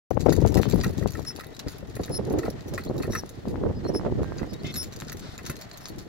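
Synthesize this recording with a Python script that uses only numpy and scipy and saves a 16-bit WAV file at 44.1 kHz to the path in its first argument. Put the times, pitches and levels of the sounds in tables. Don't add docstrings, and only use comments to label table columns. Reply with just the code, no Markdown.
import sys
import numpy as np
from scipy import signal
from scipy.fft import rfft, irfft
from scipy.io import wavfile
from scipy.ndimage import uniform_filter1d

SR = 44100
rng = np.random.default_rng(int(sys.argv[2]) if len(sys.argv) > 2 else 0)


def master(y):
    cut = np.clip(np.atleast_2d(y).T, -1, 1)
    pcm = np.round(cut * 32767)
    wavfile.write(sys.argv[1], SR, pcm.astype(np.int16))


N = 268128
T = np.arange(N) / SR

# (time [s], level [dB], brightness [dB], bounce decay [s])
WIRE_HITS = [(0.1059, -28.5, 3, 0.0092), (.196, -35, -12, 0.0051), (0.205, -27, -11, 0.0099),
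             (.221, -35, -5, 0.004), (.251, -42, 6, 0.0036), (0.292, -30, -10, 0.002),
             (0.2949, -23, -9, 0.0025), (.302, -24, -26, 0.0036), (.308, -30, -27, 0.0036),
             (0.3255, -17.5, 6, 0.0052), (0.33, -20.5, -1, 0.0033), (.340, -38, 0, .003),
             (0.353, -27, -6, 0.011), (0.365, -24, -8, 0.0041), (0.377, -45, -10, .004),
             (0.415, -30, -7, 0.0086), (0.462, -26.5, -8, 0.003), (.474, -23.5, -6, 0.0063),
             (.487, -27.5, 2, 0.0039), (.504, -36, 8, 0.0027), (.523, -37, 11, 0.002),
             (0.5435, -19.5, -3, 0.002), (.551, -21, -1, 0.0035), (.5555, -31, -12, .002),
             (0.571, -21, -3, 0.007), (.583, -32, -2, .002), (0.5883, -25, -2, 0.003),
             (0.6153, -25.5, -3, 0.012), (0.628, -25, 1, .006), (0.642, -32, -6, .003),
             (.656, -38, -12, .003), (0.685, -36, -3, 0.0061), (0.6984, -22.5, 3, 0.0086),
             (0.71, -25, -9, 0.005), (0.724, -23.5, -9, 0.0045), (.743, -27.5, 4, .003),
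             (.759, -28.5, 3, 0.0037), (.78, -37, 12, .003), (0.801, -28, -23, 0.0058),
             (0.811, -21.5, -23, 0.0041), (0.835, -22.5, 2, 0.01), (0.844, -20, -4, 0.0048),
             (.867, -30, -7, 0.0046), (0.88, -30, -4, .005), (0.893, -32, 4, .003), (.909, -37, 5, .004),
             (0.935, -37, 7, .004), (.98, -27.5, -8, 0.0067), (.994, -30.5, -6, 0.018),
             (1.036, -36, -1, .003), (1.075, -26, -4, 0.0023), (1.085, -29, -12, 0.0068),
             (1.105, -29, 0, 0.0056), (1.12, -29.5, 2, .004), (1.135, -31, -3, 0.0059),
             (1.173, -36, -4, 0.007), (1.196, -31.5, -3, 0.0046), (1.2494, -30, -13, 0.0042),
             (1.281, -30, -11, 0.0068), (1.362, -27, -6, 0.0064), (1.376, -40, -11, .003),
             (1.395, -29.5, -6, 0.0072), (1.409, -30, 1, 0.0033), (1.445, -35, -2, .003),
             (1.467, -33, 11, 0.0048), (1.548, -40, -5, 0.0034), (1.566, -31.5, -14, 0.0026),
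             (1.593, -22.5, -11, 0.0054), (1.6824, -25, -10, 0.011), (1.696, -33, 6, 0.031),
             (1.783, -33, 5, 0.0043), (1.899, -39, -17, .004), (1.953, -29.5, 0, 0.011),
             (2.0343, -25, -10.5, 0.015), (2.059, -32, 8, 0.0076), (2.095, -36, 2, .003),
             (2.251, -33.5, -9, 0.0037), (2.298, -33.5, -1, 0.0082), (2.323, -32, 11, 0.0072),
             (2.386, -25.5, -4, 0.0096), (2.452, -31, -3, .003), (2.501, -27.5, 3, 0.01),
             (2.608, -35, -10, 0.0044), (2.681, -33.5, 2, 0.017), (2.7372, -27.5, -5, 0.004),
             (2.747, -27.5, -11, 0.01), (2.757, -34, 4, .004), (2.8375, -32.5, 4, 0.011),
             (2.849, -32, -4, .003), (2.964, -39, 0, .008), (2.98, -29.5, -1, 0.012),
             (3.024, -28, -6, 0.0084), (3.043, -34, 4, .004), (3.0684, -36, 7, .004),
             (3.122, -26, -7, 0.0082), (3.15, -25, 17, 0.0035), (3.1844, -38, 3, .009),
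             (3.259, -37, -7, .004), (3.2928, -29, 2.5, 0.005), (3.482, -34.5, -5, 0.024),
             (4.232, -35, -7, 0.012), (4.381, -29.5, -43, 0.014), (4.533, -31.5, -7, 0.0076),
             (4.634, -33, -17, .003), (4.6665, -29.5, -11, 0.011), (4.741, -23.5, -3, 0.0074),
             (4.7577, -23, -21, 0.0079), (4.83, -22.5, -2.5, 0.018), (4.924, -31.5, -9, 0.018),
             (4.962, -29.5, -5, 0.0046), (5.001, -25, -7, 0.012), (5.048, -36, -14, 0.0043),
             (5.0828, -28.5, -17, 0.0083), (5.0963, -23.5, -12, 0.0028), (5.12, -25.5, 3, 0.0098),
             (5.1706, -31.5, -6, 0.0081), (5.1947, -30.5, -5, 0.0054), (5.379, -26, -7, 0.005),
             (5.4528, -29, -17, 0.0025), (5.4632, -21.5, -9, 0.0096), (5.498, -21.5, 1, 0.005),
             (5.51, -30, 0, .004), (5.5573, -33, -18, 0.0046), (5.567, -31, -13, .003),
             (5.6115, -28.5, -4, 0.016), (5.713, -28, -53, 0.0045), (5.774, -29, -2, 0.0073),
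             (5.8564, -22, -20, 0.0071), (5.8848, -28.5, 1, 0.0065), (5.984, -31.5, -9, 0.026)]
# (frequency [Hz], level [dB])
WIRE_SPECTRUM = [(300, -15), (1200, 1), (2400, 0.5), (3100, -3), (3900, 5.5), (5400, 1.5), (6900, 1.5),
                 (8500, -7.5), (9700, -4.5), (11400, 4.5), (14000, -1), (16000, -1)]
# (frequency [Hz], level [dB], t60 before damping [s])
WIRE_MODES = [(2600, -3, 0.17), (3930, 6.5, 0.045), (4540, 6, 0.037), (4430, 6.5, 0.15), (4720, 5.5, 0.012),
              (5380, 3, 0.0097), (5530, 8.5, 0.054), (6230, 14, 0.074), (6710, 12.5, 0.041),
              (6900, 7, .0074), (10470, 9.5, 0.078), (11380, -3, 0.036), (12800, -2, .04), (12860, -5, .04),
              (13760, 8, 0.039)]
# (time [s], level [dB])
FIGURE_KNOCKS = [(0.3245, -28.5), (0.5754, -28.5), (0.837, -25), (0.8482, -32), (.98, -46), (1.024, -36.5),
                 (1.1514, -32.5), (1.25, -40.5), (1.305, -40), (1.398, -34.5), (1.408, -35), (1.437, -38.5),
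                 (1.6736, -38.5), (1.966, -37), (2.081, -37), (2.389, -37), (2.432, -32), (2.4607, -33),
                 (2.7776, -24.5), (3, -38.5), (3.0333, -31), (3.054, -36), (3.132, -33), (3.151, -21.5),
                 (4.3935, -37), (4.43, -38), (5.02, -36), (5.086, -41), (5.121, -34.5), (5.389, -35.5),
                 (5.467, -42), (5.4975, -29.5), (5.51, -38), (5.545, -47)]
# (frequency [Hz], level [dB], t60 [s])
FRAME_MODES = [(570, 1, .04), (1058, 1, 0.066), (1290, 6, 0.071), (1386, 9, 0.037), (1640, -16, 0.011),
               (1770, 11, 0.026), (1905, 12.5, 0.026), (1977, 2, 0.059), (2450, -6.5, 0.078),
               (2650, -2, 0.066)]
# (frequency [Hz], level [dB])
CRACK_SPECTRUM = [(200, -59), (800, -20), (1300, 2.5), (1950, 9.5), (2350, -3.5), (2650, -8), (3100, -14.5),
                  (3900, -3.5), (6000, -12.5), (16000, -12)]
# (start [s], length [s], pitch [Hz], level [dB], octave [dB],
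# pitch jitter [share], place of the crest [0-1], pitch bend [share], rasp [dB])
CRANK_SQUEAKS = [(1.257, 0.073, 5320, -30, -14.5, .001, 0.43, 0.009, -23),
                 (1.266, .06, 5590, -50, -25, 0.0045, .45, -0.0082, -22),
                 (1.434, 0.15, 2010, -58.5, -32, 0.0044, 0.3, 0.0031, -31),
                 (1.524, 0.047, 3870, -53.5, -28, 0.02, 0.5, -.04, -13),
                 (2.098, 0.089, 5290, -33.5, 0, .001, 0.85, 0.022, -17.5),
                 (2.127, 0.047, 4230, -43.5, -37, .004, 0.46, 0.0059, -16),
                 (3.013, 0.04, 4220, -48, -30, .003, 0.2, -0.02, -21),
                 (3.092, 0.097, 5650, -41.5, -15, 0.0066, 0.55, 0.0069, -6.5),
                 (3.153, 0.055, 5820, -35, -21, 0.014, 0.6, 0.013, -22),
                 (3.177, 0.037, 5480, -37, -15, 0.017, 0.37, -0.041, -9),
                 (3.832, 0.067, 4210, -45, -26, .003, 0.37, -0.013, -21),
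                 (3.865, 0.048, 5510, -43, -12, .012, 0.5, 0.04, -19),
                 (3.93, 0.073, 5284, -33.5, -10, 0.0066, 0.42, 0.0088, -22.5),
                 (4.211, 0.32, 1587, -54, -30, .005, 0.2, -0.0029, -27),
                 (4.717, 0.051, 4180, -40.5, -30, 0.0086, 0.53, 0.018, -27),
                 (4.735, 0.12, 5331, -30.5, -3.5, 0.0012, 0.6, .001, -22),
                 (4.748, .045, 11500, -31, -40, .009, 0.7, .055, -23),
                 (5.727, 0.034, 4170, -48.5, -30, .002, .45, -0.012, -24),
                 (5.791, 0.12, 5380, -55.5, -21, .006, 0.44, 0, 0)]
# (frequency [Hz], level [dB])
RASP_SPECTRUM = [(1500, 2), (3000, -14), (4200, 1), (6800, -6), (8500, -12), (11000, -5.5), (13000, -7),
                 (16000, -8)]
# (start [s], length [s], level [dB], share of creak [0-1])
SHAFT_RUBS = [(0.631, 0.046, -46, 0.6), (3.2, .26, -60.5, .05), (1.42, 0.34, -76, 0),
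              (1.657, 0.13, -52.5, 0.04), (2.42, 0.067, -59, 0.06), (4.639, 0.087, -41.5, 0.87),
              (4.762, 0.12, -54, 0.1), (5.071, 0.057, -50, 0), (5.203, 0.18, -50, 0.05),
              (5.432, 0.12, -53, 0.06)]
# (frequency [Hz], level [dB])
RUB_SPECTRUM = [(500, -18), (1400, 11), (2100, -2), (3000, -2), (4100, 7), (6500, -1.5), (8300, -11),
                (12000, -15), (16000, -26)]
# (frequency [Hz], width [Hz], level [dB])
CREAK_PEAKS = [(2090, 110, -1.5), (2580, 200, -9.5), (3100, 150, -4.5), (3550, 180, -2.5), (5570, 170, -14)]
# (time [s], level [dB])
POST_BUMPS = [(5.026, -28), (5.122, -34), (5.4991, -21.5), (5.513, -34)]
# (frequency [Hz], level [dB], t60 [s])
POST_MODES = [(144, 3, 0.044), (240, -3.5, 0.052), (327, -2.5, 0.044), (560, -5, .05)]
# (time [s], rumble [dB], flutter [dB])
GUSTS = [(.11, -35, -43.5), (.3, -25, -28), (.45, -22, -37), (.58, -28.5, -25.5), (.635, -32.5, -54),
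         (.78, -23.5, -38), (.84, -34, -59), (.95, -34.5, -67), (1.04, -28.5, -37), (1.12, -39.5, -53),
         (1.18, -33.5, -35.5), (1.25, -42, -52), (1.33, -46.5, -45), (1.55, -50, -47), (1.97, -40.5, -48.5),
         (2.05, -43, -44), (2.11, -37, -34), (2.23, -35.5, -39.5), (2.33, -34, -23), (2.49, -45, -35),
         (2.56, -39.5, -48), (2.65, -44.5, -44.5), (2.73, -35, -32.5), (2.82, -42, -48),
         (2.92, -37.5, -29.5), (3.12, -33.5, -36.5), (3.33, -50.5, -50.5), (3.43, -46.5, -46.5),
         (3.5, -34.5, -37.5), (3.66, -32.5, -27), (3.74, -34.5, -43), (3.92, -35, -27.5),
         (4.2, -31.5, -43.5), (4.28, -35.5, -40), (4.55, -41.5, -43), (4.79, -41, -47.5), (5.0, -44, -47.5),
         (5.27, -41.5, -47), (5.35, -49, -52), (5.47, -42, -45), (5.6, -50, -52), (5.78, -55, -57),
         (5.95, -42.5, -45), (6.08, -49.5, -48)]
# (time [s], left over right [dB])
WIND_PAN = [(.11, 37), (.43, 14), (.58, 26), (.87, 3), (1.05, 15), (1.3, 9.5), (1.95, 3), (2.2, -2),
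            (3.4, 0), (4.4, -4), (4.9, 2.5), (6.08, 2)]
# (frequency [Hz], level [dB])
RUMBLE_SPECTRUM = [(15, -29), (35, -8.5), (80, 0), (140, -1), (220, -5), (400, -13), (1000, -39),
                   (3000, -87)]
# (frequency [Hz], level [dB])
FLUTTER_SPECTRUM = [(40, -38), (150, -38), (280, -1), (450, -3), (620, -15), (850, -20.5), (1300, -40),
                    (2200, -58), (5000, -61), (16000, -78)]
# (time [s], level [dB], pitch [Hz], length [s])
PORT_EDDIES = [(0.107, -9.5, 433, 0.011), (0.164, -18, 333, 0.0069), (0.171, -10.5, 483, 0.0043),
               (0.257, -8.5, 440, 0.017), (.281, -5.5, 447, 0.012), (0.363, -16.5, 327, 0.0094),
               (0.379, -18.5, 326, 0.012), (0.421, -8.5, 318, 0.0087), (.445, -11, 365, 0.012),
               (0.462, -12.5, 340, 0.0088), (0.49, -20.5, 290, 0.017), (0.554, -11.5, 370, 0.01),
               (0.567, -8.5, 326, 0.016), (0.587, -11, 320, 0.021), (0.66, -15, 283, 0.013),
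               (0.733, -9, 272, 0.01), (0.785, -16.5, 300, 0.021), (0.861, -13, 255, 0.007),
               (0.893, -20, 300, 0.015), (0.981, -19.5, 300, 0.012), (1.013, -15.5, 330, 0.0037),
               (1.039, -19, 352, 0.0098), (1.064, -17, 334, 0.006), (1.179, -21, 397, 0.0075),
               (1.198, -26, 344, 0.017), (1.663, -19.5, 312, 0.01), (1.825, -29, 365, 0.0089),
               (1.965, -24, 375, 0.01), (1.992, -16, 385, 0.018), (2.095, -21, 318, 0.013),
               (2.185, -16.5, 420, 0.016), (2.266, -30, 415, 0.0088), (2.303, -18.5, 392, 0.02),
               (2.336, -16.5, 403, 0.0091), (2.371, -17.5, 380, 0.013), (2.389, -25, 427, 0.012),
               (2.452, -20.5, 407, 0.014), (2.475, -16, 413, 0.015), (2.507, -25, 400, 0.0065),
               (2.677, -27, 363, 0.017), (2.73, -23, 412, 0.022), (2.869, -22, 376, 0.006),
               (2.894, -20.5, 364, 0.024), (2.954, -20, 350, 0.016), (3.072, -20.5, 374, 0.017),
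               (3.092, -21, 380, 0.015), (3.373, -29, 260, 0.007), (3.47, -18.5, 318, 0.013),
               (3.525, -27, 350, .009), (3.549, -27, 353, 0.01), (3.634, -16, 440, 0.0076),
               (3.657, -16, 332, 0.018), (3.688, -17.5, 360, 0.016), (3.769, -31, 352, 0.015),
               (3.807, -42, 358, 0.016), (3.889, -16, 398, 0.02), (4.045, -18, 424, 0.039),
               (4.121, -14, 322, 0.007), (4.152, -20, 290, 0.012), (4.184, -17, 368, 0.02),
               (4.216, -15.5, 304, 0.0088), (4.36, -25.5, 316, 0.011), (4.412, -17.5, 343, 0.012),
               (4.519, -25.5, 320, 0.016), (4.641, -24.5, 240, 0.0089), (4.675, -27, 240, 0.0078),
               (4.767, -26, 240, 0.0059), (5.652, -38, 240, 0.016), (5.98, -29.5, 224, 0.0058)]
# (time [s], level [dB], pitch [Hz], left over right [dB])
PORT_CLICKS = [(0.1764, -6.5, 280, 30), (0.2627, -11, 270, 29), (0.2683, -7, 240, 29),
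               (0.2951, -4, 210, 28), (0.3232, -12, 300, 27), (0.4201, -14, 209, 17), (0.452, -5, 210, 27),
               (0.5278, -24, 270, 22), (0.5583, -11.5, 240, 27), (0.5687, -11, 210, 28),
               (0.633, -11.5, 1170, 24), (0.6561, -16.5, 386, 25), (0.7362, -17, 240, 23),
               (0.7595, -20, 380, 10), (1.0405, -29, 300, 21), (1.0595, -6.5, 268, 30),
               (1.1933, -16.5, 270, 25), (1.3899, -23.5, 340, 21), (2.2127, -23, 270, -15),
               (2.3078, -18, 210, -1), (2.376, -27, 240, 6), (2.4818, -17.5, 266, 17),
               (2.8993, -15.5, 206, 5), (2.9126, -17, 208, -3), (3.2363, -19.5, 340, 28),
               (3.4553, -22, 300, 25), (3.5433, -20.5, 270, 22), (3.558, -21, 480, 13),
               (3.6383, -14.5, 271, -4), (3.6537, -16.5, 240, -15), (3.6646, -18, 270, -11),
               (3.7035, -23, 270, -12), (3.7121, -20, 240, 15), (3.8514, -20.0, 420, -23),
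               (3.8669, -19, 380, -24), (3.9501, -18.5, 540, -22), (3.9667, -28, 240, -14),
               (3.9969, -20, 430, -27), (4.0128, -22.5, 380, -16), (4.0357, -23, 270, 16),
               (4.0506, -14.5, 300, -21), (4.0645, -17, 382, -24), (4.1002, -21, 240, 20),
               (4.1246, -19, 240, 14), (4.2068, -20, 270, 11), (4.2329, -19.0, 430, -17),
               (4.2451, -23, 483, -19), (4.3218, -18, 380, -21), (4.419, -23, 480, -25),
               (4.4317, -20, 480, -24), (4.4449, -23.5, 340, -26), (5.0215, -22, 1200, 3)]
# (start [s], length [s], first pitch [Hz], last pitch [Hz], level [dB])
BIRD_CHIRPS = [(2.804, 0.022, 4530, 4150, -48), (2.827, 0.022, 4600, 4200, -47),
               (2.856, 0.014, 3100, 3550, -47), (2.868, 0.032, 4000, 4240, -45.5),
               (3.735, 0.078, 5130, 4800, -53.5), (4.477, 0.06, 4830, 5440, -49),
               (4.514, 0.031, 4900, 4300, -54), (4.583, 0.041, 3900, 4470, -49.5)]
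# (time [s], level [dB])
RUSTLE_LEVELS = [(.11, -59), (.7, -51), (1.2, -57), (1.9, -56.5), (2.5, -54), (3.35, -58), (3.7, -56),
                 (4.35, -54), (4.9, -56), (5.3, -54.5), (5.65, -54), (6.08, -56.5)]
# (frequency [Hz], level [dB])
LEAF_SPECTRUM = [(350, -30), (600, 14.5), (801, 9.5), (869, 7), (931, 6), (1430, 4), (1660, 2.5),
                 (1830, 7.5), (2340, -2), (3990, -2.5), (6830, -10), (8620, -19), (11700, -77),
                 (16000, -47)]
# (frequency [Hz], level [dB])
TRAFFIC_SPECTRUM = [(30, 6.5), (130, 8.5), (300, -9), (600, -36), (1000, -17), (2000, -33), (5000, -29)]
# (frequency [Hz], left lead [rad], left over right [dB])
PORT_RESPONSE = [(250, 0, -1), (576, -2.5, 5), (1760, 1.18, 0.5), (3470, -3.5, 4), (3680, 0, 2),
                 (4600, -1, -1), (5500, -1.62, 6.5), (6870, -2, -0.5), (8400, 1.5, 2), (10100, 1.86, -4),
                 (11100, 1.5, 2), (13000, 2, -8.5), (16000, 2, 7)]


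def wire_contact(length, bright_db, ring_db=-4, spot_db=9.5, bounce_db=6, damping=1.8, shift=.068):
    t = np.arange(5000) / SR
    hz, mode_db, t60 = np.transpose(WIRE_MODES)[:, :, None]
    spot, detune, port = rng.standard_normal((3, len(WIRE_MODES), 1))
    touch = 1.1 * np.exp(-t / .0005)
    bounces = np.exp(-t / max(length, .001)) * unit(amp(bounce_db * np.clip(wander(len(t), hz=533), -2, 2)))
    settling = amp(-28) * np.exp(-t / .025)
    force = noise_pair(len(t), shared=.29) * (touch + bounces + settling)
    weight_db = mode_db + spot_db * spot + bright_db * (hz > 9000)
    decay = amp(weight_db - 60 * damping * t / t60)
    modes = decay * np.exp(2j * np.pi * hz * (1 + shift * detune) * t) * np.sign(detune)
    ring = ring_modes(force[0], modes, right_phase=.8 * port)
    crack = causal_colour(force, WIRE_SPECTRUM, treble_db=bright_db)
    return unit_burst(unit(crack) + amp(ring_db) * unit(ring))


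def linkage(level_db=-11.5):
    out = np.zeros((2, N))
    for at, db, bright_db, length in WIRE_HITS:
        add(out, at, amp(db + level_db) * wire_contact(length, bright_db))
    return out


def chatter(level_db=-55, per_s=45, spread_db=4, slack_s=.04, variants=24):
    at, db = np.transpose(WIRE_HITS)[:2]
    nearby_hits = (amp(db)[:, None] * np.exp(-abs(T[::256] - at[:, None]) / slack_s)).sum(0)
    slack = np.interp(T, T[::256], unit(nearby_hits) ** .55)
    out = np.zeros((2, N))
    for _ in range(variants):
        onsets = rng.random(N) < per_s / variants / SR
        hits = onsets * amp(spread_db * np.minimum(rng.exponential(1, N), 2)) * slack
        out += signal.oaconvolve(hits[None], wire_contact(length=.0056, bright_db=-4), axes=1)[:, :N]
    return amp(level_db) * out


def figure(level_db=-4, crack_t60=.11, shift=.0067, spot_db=.5, bounce_s=.0037):
    out, t = np.zeros((2, N)), np.arange(6000) / SR
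    hz, mode_db, t60 = np.transpose(FRAME_MODES)[:, :, None]
    for at, db in FIGURE_KNOCKS:
        spot, detune, port = rng.standard_normal((3, len(FRAME_MODES), 1))
        decay = amp(mode_db + spot_db * spot - 60 * t / t60)
        modes = decay * np.exp(2j * np.pi * hz * (1 + shift * detune) * t) * np.sign(detune)
        force = (t == 0) + .11 * rng.standard_normal(len(t)) * np.exp(-t / bounce_s)
        ring = ring_modes(force, modes, right_phase=.7 * port)
        crack = causal_colour(noise_pair(len(t), shared=.55) * amp(-60 * t / crack_t60), CRACK_SPECTRUM)
        add(out, at, amp(db + level_db) * unit_burst(unit(ring) + .55 * unit(crack)))
    return out


def crank(neighbour_db=-12, beat_hz=263, third_db=-24, flutter_db=1.9, grain_db=3, fray_hz=420):
    out = np.zeros((2, N))
    for at, length, hz, db, octave_db, jitter, crest, bend, rasp_db in CRANK_SQUEAKS:
        size = int(length * SR)
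        along = np.linspace(0, 1, size)
        swell = np.sin(np.interp(along, [0, crest, 1], [0, 1, 0]) * np.pi / 2)
        pitch = hz * (1 + bend * (along - .5) + jitter * wander(size, hz=503))
        phase = 2 * np.pi * np.cumsum(pitch) / SR
        beat = 2 * np.pi * beat_hz * np.arange(size) / SR + .39 * wander(size, hz=80)
        tone = 0
        for k, partial_db in enumerate([0, octave_db, third_db], 1):
            slips = (wander(size, fray_hz) + 1j * wander(size, fray_hz)) / np.sqrt(2)
            fray = k * amp(rasp_db + 3) * slips
            partial = np.exp(1j * k * phase) * (1 + amp(neighbour_db) / k * np.exp(1j * beat) + fray)
            tone += amp(partial_db) * partial.imag * (k * hz < SR / 2)
        friction = colour(noise_pair(size, shared=.99), RASP_SPECTRUM)
        rasp = amp(rasp_db) * unit(friction * amp(grain_db * wander(size, hz=300)))
        gain = amp(db + flutter_db * wander(size, hz=200))
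        add(out, at, gain * (tone * swell ** 1.83 + rasp * swell ** .5))
    return out


def shaft_scrape():
    out = np.zeros((2, N))
    for at, length, db, creak_share in SHAFT_RUBS:
        size = int(length * SR)
        friction = noise_pair(size, shared=.51)
        f = np.fft.rfftfreq(size, 1 / SR)
        peaks = sum(amp(peak_db) / (1 + (2 * (f - hz) / width) ** 2) for hz, width, peak_db in CREAK_PEAKS)
        rub = np.sqrt(1 - creak_share) * unit(colour(friction, RUB_SPECTRUM))
        creak = np.sqrt(creak_share) * unit(irfft(rfft(friction) * peaks, size))
        envelope = signal.windows.tukey(size, .3) * np.linspace(1.2, .7, size)
        add(out, at, amp(db) * (rub + creak) * envelope)
    return out


def post(rise_s=.00087):
    out, t = np.zeros((2, N)), np.arange(8000) / SR
    hz, mode_db, t60 = np.transpose(POST_MODES)[:, :, None]
    modes = amp(mode_db - 60 * t / t60) * np.sin(2 * np.pi * hz * t)
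    thud = modes.sum(0) * (1 - np.exp(-t / rise_s))
    for at, db in POST_BUMPS:
        add(out, at, amp(db) * thud / abs(thud).max())
    return out


def wind(rumble_db=2, flutter_db=-1, wake_db=-12, wake_s=.015, wake_hz=340):
    times, *levels = np.transpose(GUSTS)
    low_db, high_db = (np.interp(T, times, db) for db in levels)
    wake = sum(amp(db + wake_db) * (wake_hz / hz) ** 2 * np.exp(-((T - at - length) / wake_s) ** 2)
               for at, db, hz, length in PORT_EDDIES)
    lumps = wander(N, hz=42.4)
    rumble = colour(noise_pair(N, shared=.097), RUMBLE_SPECTRUM) * amp(2.5 * lumps)
    flutter = colour(noise_pair(N, shared=.22), FLUTTER_SPECTRUM) * amp(5.5 * lumps)
    rumble = steadied(rumble, seconds=.079) * np.hypot(amp(low_db + rumble_db), wake)
    flutter = steadied(flutter, seconds=.163) * amp(high_db + flutter_db)
    return (rumble + flutter) * wind_pan(T)


def eddies(level_db=-10, skew_db=-3.5):
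    out, t = np.zeros((2, N)), np.arange(4096) / SR
    for at, db, hz, length in PORT_EDDIES:
        age = t / (length / 2.02)
        spectrum = [(hz / 8, -15), (hz / 2, -5), (hz, 0), (hz * 1.39, -2.5),
                    (hz * 2.16, -17), (hz * 8, -45), (hz * 30, -75)]
        pop = causal_colour(noise_pair(len(t), shared=.29) * age * np.exp(-age ** 2 / 2), spectrum)
        pop /= np.sqrt((pop ** 2).sum(1, keepdims=True) / (SR * length))
        sides = wind_pan(at) * pan(skew_db * rng.standard_normal())
        add(out, at - .001, amp(db + level_db) * pop * sides)
    return out


def wind_clicks(crackle_db=-3, per_s=50, crackle_hz=400, spread_db=3):
    out = np.zeros((2, N))
    for at, db, hz, pan_db in PORT_CLICKS:
        add(out, at - .01, amp(db) * pressure_swing(hz) * pan(pan_db))
    times, _, flutter_db = np.transpose(GUSTS)
    onsets = rng.random((2, N)) < per_s / SR
    hits = onsets * np.tanh(rng.standard_normal((2, N))) * amp(spread_db * rng.random((2, N)))
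    hits *= amp(np.interp(T, times, flutter_db) + crackle_db)
    crackle = signal.oaconvolve(hits, pressure_swing(crackle_hz)[None], "same", axes=1)
    return out + crackle * wind_pan(T)


def pressure_swing(hz):
    u = (2 * np.pi * hz * np.arange(-441, 442) / SR) ** 2
    return (1 - u) / (1 + u) ** 2 * np.hanning(len(u))


def wind_pan(times):
    return pan(np.interp(times, *np.transpose(WIND_PAN)))


def bird(waver=.044):
    out = np.zeros((2, N))
    for at, length, first_hz, last_hz, db in BIRD_CHIRPS:
        size = int(length * SR)
        hz = np.linspace(first_hz, last_hz, size) * (1 + waver * wander(size, hz=300))
        add(out, at, amp(db) * np.sin(2 * np.pi * np.cumsum(hz) / SR) * np.hanning(size))
    return out


def leaves(level_db=4, flicker_db=2):
    breeze_db = np.interp(T, *np.transpose(RUSTLE_LEVELS))
    rustle = unit(colour(noise_pair(N, shared=.012), LEAF_SPECTRUM))
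    return rustle * amp(breeze_db + level_db + flicker_db * wander(N, hz=56)) * pan(.98)


def traffic(level_db=-53):
    return amp(level_db) * unit(colour(noise_pair(N, shared=.12), TRAFFIC_SPECTRUM))


def street_echoes(x, wet_db=-21, t60=.13, per_s=2000):
    t = np.arange(SR // 2) / SR
    taps = rng.standard_normal((2, len(t))) * (rng.random((2, len(t))) < per_s / SR)
    taps *= (t > .007) * amp(-60 * t / t60)
    return x + amp(wet_db) * signal.fftconvolve(x, taps / np.linalg.norm(taps[0]), axes=1)[:, :N]


def camera_body(x):
    hz, *columns = np.transpose(PORT_RESPONSE)
    lead, pan_db = (np.interp(np.fft.rfftfreq(N, 1 / SR), hz, c) for c in columns)
    return irfft(rfft(x) * pan(pan_db) * np.exp(.5j * np.array([lead, -lead])), N)


def ring_modes(force, modes, right_phase):
    body = np.array([modes.sum(0).imag, (modes * np.exp(1j * right_phase)).sum(0).imag])
    return signal.fftconvolve(force[None], body, axes=1)[:, :len(force)]


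def amp(db):
    return 10 ** (np.asarray(db) / 20)


def unit(x):
    return x / np.sqrt(np.mean(x ** 2) + 1e-20)


def unit_burst(x):
    return x / np.sqrt(uniform_filter1d((x ** 2).mean(0), size=260).max())


def steadied(x, seconds):
    return x / np.sqrt(uniform_filter1d(x ** 2, int(seconds * SR), axis=-1) + 1e-20)


def spectrum_db(points, hz):
    f, db = np.transpose(points)
    return np.interp(np.log(hz + 1), np.log(f), db)


def colour(x, points):
    size = x.shape[-1]
    return irfft(rfft(x) * amp(spectrum_db(points, np.fft.rfftfreq(size, 1 / SR))), size)


def causal_colour(x, points, treble_db=0):
    hz = abs(np.fft.fftfreq(2048, 1 / SR))
    shelf_db = treble_db * np.clip((hz - 7000) / 3500, 0, 1)
    log_gain = np.log(amp(spectrum_db(points, hz) + shelf_db))
    response = np.fft.ifft(np.exp(np.conj(signal.hilbert(log_gain)))).real
    return signal.fftconvolve(x, response[None, :len(hz) // 2], axes=1)[:, :x.shape[1]]


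def wander(size, hz):
    lowpass = np.exp(-(np.fft.rfftfreq(size, 1 / SR) / hz) ** 2)
    return unit(irfft(rfft(rng.standard_normal(size)) * lowpass, size))


def noise_pair(size, shared):
    common, *own = rng.standard_normal((3, size))
    return np.sqrt(shared) * common + np.sqrt(1 - shared) * np.array(own)


def pan(left_db):
    ratio = amp(np.atleast_1d(left_db))
    return np.array([ratio, np.ones_like(ratio)]) * np.sqrt(2 / (1 + ratio ** 2))


def add(mix, at, sound):
    part = mix[:, max(round(at * SR), 0):][:, :sound.shape[-1]]
    part += sound[..., :part.shape[1]]


def scene():
    whirligig = linkage() + chatter() + figure() + post() + crank() + shaft_scrape()
    street = camera_body(street_echoes(whirligig + bird())) + leaves() + traffic()
    return street + wind() + eddies() + wind_clicks()


def record(dry):
    open_s, edge_hz = .105, 15950
    opened = np.clip((T - open_s) / .002, 0, 1)
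    lowpass = signal.firwin(401, edge_hz, window=("kaiser", 9), fs=SR)
    return signal.oaconvolve(dry * opened, lowpass[None], "same")


dry = scene()
out = record(dry)
master(out)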